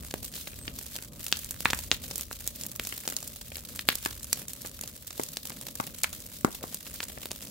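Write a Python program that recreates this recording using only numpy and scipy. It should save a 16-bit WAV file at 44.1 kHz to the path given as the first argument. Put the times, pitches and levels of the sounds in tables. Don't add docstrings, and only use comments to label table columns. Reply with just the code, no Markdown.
import sys
import numpy as np
from scipy import signal
from scipy.fft import rfft, irfft
from scipy.io import wavfile
from scipy.ndimage import uniform_filter1d

SR = 44100
rng = np.random.default_rng(int(sys.argv[2]) if len(sys.argv) > 2 else 0)


def volts_from_db(level):
    exponent = np.asarray(level, float) / 20
    return 10 ** exponent


def unload_audio(sound):
    columns = np.transpose(np.atleast_2d(sound))
    steps = np.round(np.clip(columns, -1, 1) * 32767)
    wavfile.write(sys.argv[1], SR, steps.astype(np.int16))


N = 330750
GRAIN = 1024

# (time [s], level [dB])
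BLAZE_HEIGHT = [(0.0, -54), (0.67, -51.5), (1.13, -55), (1.65, -50.5), (3.22, -59.5), (3.74, -56),
                (5.39, -60.5), (6.5, -56), (6.79, -61), (6.98, -55.5), (7.5, -57)]
# (frequency [Hz], level per Hz [dB])
ROAR_COLOUR = [(110, 2), (160, 0), (240, 1.5), (370, -11.5), (600, -7), (800, -24), (1300, -19.5)]
# (frequency [Hz], level per Hz [dB])
HISS_COLOUR = [(700, -16), (1300, -4), (2300, 0.5), (3700, 8), (7500, 4.5), (9300, 7.5), (16000, 9)]
# (time [s], level [dB])
BUSYNESS = [(0.0, -45.5), (1.04, -47.5), (1.13, -54.5), (1.24, -43.5), (1.42, -48.5), (1.59, -44),
            (1.77, -44), (2.84, -47), (3.05, -43), (3.36, -48), (3.95, -44), (4.3, -47.5), (4.55, -46.5),
            (5.03, -50), (5.4, -45.5), (6.31, -47.5), (6.7, -44.5), (7.3, -47.5)]
# (time [s], sizzle level [dB])
STRAWS = [(0.0282, -40), (0.2292, -22.5), (0.2443, -24), (.864, -25.5), (1.024, -25), (1.2057, -28),
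          (1.282, -24), (1.316, -24.5), (1.803, -33), (2.0374, -25), (2.103, -26), (2.3277, -21),
          (2.405, -25.5), (2.4653, -25.5), (2.9778, -19), (3.36, -26), (3.5923, -34), (3.7558, -28),
          (4.496, -30), (4.963, -30.5), (5.0773, -26), (5.128, -29), (5.178, -24), (5.2871, -27.5),
          (5.4535, -20.5), (5.4967, -26.5), (5.6123, -23.5), (6.129, -23.5), (7.0837, -27.5),
          (7.3599, -25.5)]
# (time [s], sizzle level [dB])
BLADES = [(0.2492, -20.5), (.788, -23), (.8267, -26.5), (0.912, -35), (1.39, -20.5), (1.445, -22.5),
          (1.6507, -19.5), (1.7766, -25), (1.9322, -33), (2.5586, -27), (2.716, -22), (2.837, -25),
          (2.89, -23), (2.97, -35), (3.1471, -42), (3.2035, -29), (3.2755, -22.5), (4.0683, -38),
          (4.2305, -23), (4.3946, -27.5), (4.482, -22.5), (4.618, -24), (4.6715, -25), (4.8762, -21.5),
          (5.071, -23), (5.203, -29), (5.8085, -24.5), (5.985, -26), (6.203, -29.5), (6.2634, -28)]
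# (time [s], crack level [dB], crack frequency [Hz])
TWIGS = [(0.3386, -24, 5040), (0.361, -25.5, 4430), (0.3782, -27, 4800), (0.533, -29, 1390),
         (0.6544, -43, 5440), (1.1995, -30, 1600), (1.514, -39, 1570), (2.0409, -25, 4200),
         (3.4137, -22.5, 5230), (3.5188, -24.5, 1690), (3.5822, -25.5, 5400), (3.673, -34, 5100),
         (3.705, -40, 5800), (4.029, -27, 4500), (4.1101, -24, 4060), (4.1292, -27, 4900),
         (4.649, -26, 1050), (5.5195, -25, 3900), (5.627, -32, 5800), (5.9495, -29, 5700),
         (6.6285, -27, 4260), (6.7267, -27, 5260), (6.8672, -28, 3250), (7.099, -28.5, 2720),
         (7.176, -25.5, 1200), (7.2321, -22.5, 4220), (7.3092, -22, 3320), (7.471, -25.5, 5700)]
# (time [s], sizzle level [dB], crack level [dB], crack frequency [Hz])
STEMS = [(0.473, -25.5, -19.5, 2500), (0.9554, -24, -21, 4600), (0.9866, -30, -23.5, 1610),
         (1.3702, -22, -21.5, 5100), (1.7468, -22, -35, 5800), (1.7892, -21, -22, 4700),
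         (1.9242, -29, -15.5, 3930), (2.0797, -29, -34, 3800), (2.1111, -34, -17, 5000),
         (2.8504, -35, -18.5, 6070), (2.8711, -18, -21.5, 4240), (3.0532, -28, -23, 4730),
         (3.088, -23, -21, 4400), (3.2277, -44, -18, 7040), (3.568, -21.5, -26, 3300),
         (3.927, -21, -20, 3100), (4.3734, -29, -26, 3600), (4.4174, -25.5, -26, 4180),
         (4.6599, -27, -25.5, 6030), (4.837, -33, -20.5, 5100), (5.1065, -43, -20.5, 5300),
         (5.6675, -22, -22.5, 4670), (5.6844, -25, -21.5, 4950), (5.8392, -31, -25, 4230),
         (5.8733, -26, -23, 3800), (6.1318, -43, -28, 6040), (6.549, -23, -24.5, 4400),
         (7.0297, -33, -16, 4960), (7.037, -20, -41, 4300), (7.424, -48, -22.5, 6400)]
# (time [s], sizzle level [dB], sizzle frequency [Hz])
TUFTS = [(0.0573, -42, 10500), (1.243, -17, 12000), (1.509, -11, 12300), (2.1579, -12, 10300),
         (2.1804, -11.5, 14000), (2.2103, -13, 10100), (2.4757, -8.5, 9500), (2.6122, -21, 9500),
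         (2.6359, -18.5, 8900), (2.6653, -14, 13600), (2.761, -17, 10500), (3.101, -14.5, 10500),
         (3.166, -11, 8700), (3.7608, -19, 10500), (3.9546, -10.5, 10500), (4.2444, -18.5, 10500),
         (4.3298, -3, 8900), (4.534, -17.5, 10500), (4.812, -14, 10500), (5.2353, -15.5, 9200),
         (5.7543, -16.5, 10500), (5.8684, -21.5, 10500), (6.745, -11.5, 10500), (6.941, -18, 12600)]
# (time [s], crack level [dB], crack frequency [Hz], thump level [dB], sizzle level [dB])
STALKS = [(0.111, -22, 5100, -47, -33), (0.14, -20, 2090, -21.5, -16), (0.964, -20.5, 5100, -43, -19.5),
          (1.2656, -20, 5100, -47, -14.5), (1.3257, 0.5, 3930, -29, -9), (1.6058, -22, 5600, -36.5, -14),
          (1.6563, 0.5, 1560, -15, -30), (1.703, -12, 4200, -32, -14), (1.707, -13.5, 5000, -37, -35),
          (1.7329, -8.5, 1280, -21, -16), (1.9152, 2, 3600, -25.5, -16), (2.3125, -26.5, 1100, -33.5, -36),
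          (2.797, -13, 2260, -26, -14.5), (3.0772, -14, 5850, -28.5, -9), (3.793, -12, 3640, -43, -14.5),
          (3.888, 4.5, 3230, -18.5, 1.5), (3.9018, -16, 3200, -40, -25), (4.051, -20, 5000, -53, -16),
          (4.3295, -14, 3100, -41, -25), (5.3705, -13.5, 5270, -35.5, -20), (6.035, -11, 6500, -40, -5),
          (7.0042, -16, 2220, -33, -28), (7.257, -20.5, 4470, -33, -15), (7.3158, -15.5, 6450, -32.5, -32)]
# (time [s], crack level [dB], crack frequency [Hz], thump level [dB], sizzle level [dB])
FLANK_POPS = [(0.6794, -24, 2960, -35, -56), (2.9248, -26.5, 2560, -45, -30.5),
              (3.123, -30, 1460, -49, -31.5), (3.5563, -25.5, 5300, -48, -30),
              (4.0594, -18, 1970, -27.5, -22), (5.1969, -21.5, 740, -31, -32),
              (5.5029, -32, 1240, -50, -37), (5.8001, -18, 1040, -26, -28.5),
              (6.0424, -12.5, 2730, -42, -21), (6.447, -9, 790, -12.5, -22), (6.639, -25.5, 610, -47, -40)]
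# (time [s], length [s], start frequency [Hz], top frequency [Hz], level [dB])
SAP_NOTES = [
    (.25, .06, 8250, 8650, -52),
    (.39, .17, 8600, 9100, -57),
    (.56, .155, 7500, 8520, -56),
]
# (time [s], level [dB], length [s])
SLUMPS = [
    (0.688, -53, 0.0095),
    (6.48, -55, .025),
    (6.629, -52, 0.026),
    (7.237, -70, .04),
]

ROAR_DB, ROAR_FOLLOWS = -56.5, 0.15
SIZZLE_HZ = 10500
TWIG_SIZZLE_DB, STRAW_CRACK_DB, BLADE_CRACK_DB = -32, -4, -13
STRAW_HZ, BLADE_HZ = 5100, 5100
TUFT_CRACK_DB, TUFT_CRACK_HZ, TUFT_THUMP_DB = -26, 5700, -30.5
STALK_PAN_DB, TUFT_PAN_DB, FLANK_PAN_DB = -0.3, -1.5, 0.3
FLANK_LEAD_S = 4.1e-4
SAP_RISE_S, SAP_SAG_HZ_PER_S, SAP_FLUTTER_DB = 0.03, 2000, 3
TOP_HZ = 15750


def resonance(f, hz, q):
    return 1 / (1 + 1j * q * (f / hz - hz / f)) ** 2


def walk(rate):
    hold = int(SR / rate)
    steps = np.repeat(rng.standard_normal(N // hold + 1), hold)
    x = uniform_filter1d(uniform_filter1d(steps, hold), hold)[:N]
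    return x / x.std()


def noise(shape, alike):
    f = np.arange(1, N // 2 + 2) * SR / N
    mid, side = rfft(rng.standard_normal((2, N))) * shape(f)
    likeness = np.clip(alike(f), 0, 1)
    mid = np.sqrt(1 + likeness) * mid
    side = np.sqrt(1 - likeness) * side
    x = irfft(mid + side * np.array([[1], [-1]]), N)
    return x / x.std()


def colour(points):
    hz, db = np.transpose(points)
    return lambda f: volts_from_db(np.interp(np.log(f), np.log(hz), db, left=-60, right=-60))


def flames(rumble_db, roar_db):
    rumble = noise(lambda f: resonance(f, 63.1, 1.14), lambda f: np.clip(f / 80, 0.5, 0.9))
    roar = noise(colour(ROAR_COLOUR), lambda f: 0.93 - 0.23 * np.clip(np.log2(f / 250), 0, 2))
    rumble = rumble * volts_from_db(rumble_db + 4.0 + 1.8 * walk(5.83))
    return rumble + roar * volts_from_db(roar_db + 3.0 + 2.07 * walk(14))


def onsets():
    return np.sort([row[0] for row in STALKS + TUFTS + STEMS + TWIGS + STRAWS + BLADES])


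def hiss(busy_db, count=420):
    when, size = rng.random((count, 2)).T
    spit_db = -3.5 - 5 * np.log(1 - 0.95 * size)
    spits = np.bincount((when * N).astype(int), volts_from_db(spit_db), N)
    after = np.bincount((onsets() * SR).astype(int), minlength=N) * volts_from_db(-24.0)
    spits = signal.lfilter([1], [1, -np.exp(-1 / (0.003 * SR))], spits)
    after = signal.lfilter([1], [1, -np.exp(-1 / (0.036 * SR))], after)
    gain = volts_from_db(-5.5 + 3.5 * walk(30)) + spits + after
    return noise(colour(HISS_COLOUR), lambda f: 0.3 - f / 30000) * volts_from_db(busy_db) * gain


def bursts(s, crack_db, crack_hz, thump_db, sizzle_db, pan_db, lead_s, rattle_db, rattle_ms, rise_ms,
           thump_hz=420, thump_q=0.4, reach=3.23, sizzle_hz=SIZZLE_HZ):
    f = np.arange(1, GRAIN // 2 + 2) * SR / GRAIN
    t_ms = np.arange(GRAIN) * 1000 / SR
    chance = rng.standard_normal((len(s), 4))
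    scatter = rng.standard_normal((len(s), 4, GRAIN))
    echoes = (0.59 * scatter[:, :1] + 0.84 * scatter[:, 1:3]) * scatter[:, 3:] ** 2
    fade = volts_from_db(rattle_db) * np.exp(-t_ms / rattle_ms) * (1 - np.exp(-t_ms / rise_ms))
    rattle = echoes * fade
    rattle = rattle * np.linalg.norm(fade) / np.linalg.norm(rattle, axis=2, keepdims=True)
    rattle = rfft(rattle) * f ** 2 / (f ** 2 + 650 ** 2)

    crack = (crack_db + 2.5, crack_hz, 0.39 + crack_hz / 20000, 1)
    thump = (thump_db + 3.5, thump_hz * volts_from_db(chance[:, 0]), thump_q + 0 * s, 1)
    sizzle = (sizzle_db + 10.0, sizzle_hz * volts_from_db(0.58 * chance[:, 1]), 0.61 + 0 * s, 0.5)
    sound = 0
    for db, hz, q, direct in (crack, thump, sizzle):
        push = 1 / (1 + 1j * f / (reach * hz[:, None])) ** 2
        part = resonance(f, hz[:, None], q[:, None]) * push
        peak = np.abs(irfft(part)).max(axis=1)
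        part = part * (volts_from_db(db) / peak)[:, None]
        sound = sound + part[:, None] * (direct + rattle)

    side = np.array([1, -1]) / 2
    lag_s = 4e-4 - (lead_s + 2.5e-5 * chance[:, 2])[:, None] * side
    lag = np.exp(-2j * np.pi * f * lag_s[:, :, None])
    place = volts_from_db(pan_db[:, None] * side)[:, :, None] * lag
    out = np.zeros((2, N + 2 * GRAIN))
    starts = ((s - 5.5e-4) * SR).astype(int)
    for start, grain in zip(starts, irfft(sound * place)):
        out[:, start:start + GRAIN] += grain
    return out[:, :N]


def crackle(busy_db, count=1150):
    when, size, pitch, tilt, place, loose = rng.random((count, 6)).T
    burst_s = onsets()
    trailing_s = burst_s[np.arange(count) % len(burst_s)] - 0.006 - 0.02 * np.log(1 - when)
    s = np.where(loose < 0.45, when * N / SR, trailing_s)
    s = np.clip(s, 0.001, N / SR - 0.001)
    sizzle_db = busy_db[(s * SR).astype(int)] + 4.0 - 3.95 * np.log(1 - 0.96 * size)
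    crack_db = sizzle_db - 4.0 - 5.4 * tilt
    lead_s = FLANK_LEAD_S * (place < 0.3)
    return bursts(s, crack_db, 1300 * 4.6 ** pitch, crack_db - 19.5, sizzle_db, 6.0 * (pitch - 0.6),
                  lead_s, rattle_db=-11.0, rattle_ms=1.51, rise_ms=0.4)


def slope(x):
    t = np.arange(SR // 4) / SR
    patchy = volts_from_db(3 * np.repeat(rng.standard_normal(len(t) // 64 + 1), 64)[:len(t)])
    fade = volts_from_db(-44.5) * np.exp(-t / 0.02) + volts_from_db(-50) * np.exp(-t / 0.042)
    onset = np.clip(t / 0.00092, 0, 1)
    tail = rng.standard_normal((2, len(t))) * patchy * fade * onset
    tail = signal.lfilter(*signal.butter(1, 6000, fs=SR), tail)
    return signal.fftconvolve(x, tail, axes=1)[:, :N]


def ticks():
    twigs = [(s, db + TWIG_SIZZLE_DB, db, hz) for s, db, hz in TWIGS]
    straws = [(s, db, db + STRAW_CRACK_DB, STRAW_HZ) for s, db in STRAWS]
    blades = [(s, db, db + BLADE_CRACK_DB, BLADE_HZ) for s, db in BLADES]
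    s, sizzle_db, crack_db, crack_hz = np.transpose(STEMS + twigs + straws + blades)
    thump_db = crack_db - 9.0 - 4.86 * np.log2(crack_hz / 1000)
    pan_db = 0.36 * rng.standard_normal(len(s)) - 1.2
    lead_s = FLANK_LEAD_S * (crack_hz < 1750)
    return bursts(s, crack_db - 8.0, crack_hz, thump_db, sizzle_db - 6.0, pan_db,
                  lead_s, rattle_db=-10.5, rattle_ms=2.6, rise_ms=0.23)


def pops():
    tufts = [(s, db + TUFT_CRACK_DB, TUFT_CRACK_HZ, db + TUFT_THUMP_DB, db, TUFT_PAN_DB, hz)
             for s, db, hz in TUFTS]
    stalks = [(*row, STALK_PAN_DB, SIZZLE_HZ) for row in STALKS]
    *heap_rows, sizzle_hz = np.transpose(stalks + tufts)
    heap = bursts(*heap_rows, 0, rattle_db=-24, rattle_ms=2.5, rise_ms=0.1, sizzle_hz=sizzle_hz)
    flank_rows = np.transpose([(*row, FLANK_PAN_DB) for row in FLANK_POPS])
    flank = bursts(*flank_rows, FLANK_LEAD_S, rattle_db=-10.5, rattle_ms=2.37, rise_ms=0.35,
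                   thump_hz=397, thump_q=1.0, reach=1.15)
    return flank - heap


def sap():
    t = np.arange(N) / SR
    out = 0
    for s, length, start_hz, top_hz, db in SAP_NOTES:
        age = np.clip(t - s, 0, length)
        climb_hz = top_hz - (top_hz - start_hz) * np.exp(-age / SAP_RISE_S)
        pitch_hz = (climb_hz - SAP_SAG_HZ_PER_S * age) * (1 + 0.0048 * walk(34))
        swell = np.sqrt(np.abs(np.sin(np.pi * age / length))) * (t - s < length)
        tone = np.sin(2 * np.pi * np.cumsum(pitch_hz) / SR)
        out = out + swell * volts_from_db(db + SAP_FLUTTER_DB * walk(31)) * tone
    return out


def slumps():
    t = np.arange(N) / SR
    swell = sum(volts_from_db(db) * np.exp(-((t - s) / length) ** 2) for s, db, length in SLUMPS)
    rustle = noise(lambda f: resonance(f, 560, 1.7), lambda f: 0.9 + 0 * f)
    return rustle * swell * volts_from_db(7.8 * walk(150))


def scene():
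    t = np.arange(N) / SR
    rumble_db = np.interp(t, *np.transpose(BLAZE_HEIGHT))
    roar_db = ROAR_DB + ROAR_FOLLOWS * (rumble_db - rumble_db.mean())
    busy_db = np.interp(t, *np.transpose(BUSYNESS))
    near = pops() + ticks() + crackle(busy_db)
    return near + slope(near) + flames(rumble_db, roar_db) + hiss(busy_db) + slumps() + sap()


def band_limit(x):
    return signal.sosfilt(signal.butter(12, 16640, fs=SR, output="sos"), x)


def record(dry):
    ringing = dry + 0.25 * signal.lfilter(*signal.iirpeak(7500, 5.0, fs=SR), dry)
    shaded = ringing - 0.27 * signal.lfilter(*signal.iirpeak(9500, 4.0, fs=SR), ringing)
    rounded = 0.8 * np.tanh(shaded / 0.8)
    low_pass = signal.ellip(8, 0.2, 60, TOP_HZ, fs=SR, output="sos")
    mix = signal.sosfilt(low_pass, rounded)
    return band_limit(mix)


dry = scene()
out = record(dry)
unload_audio(out)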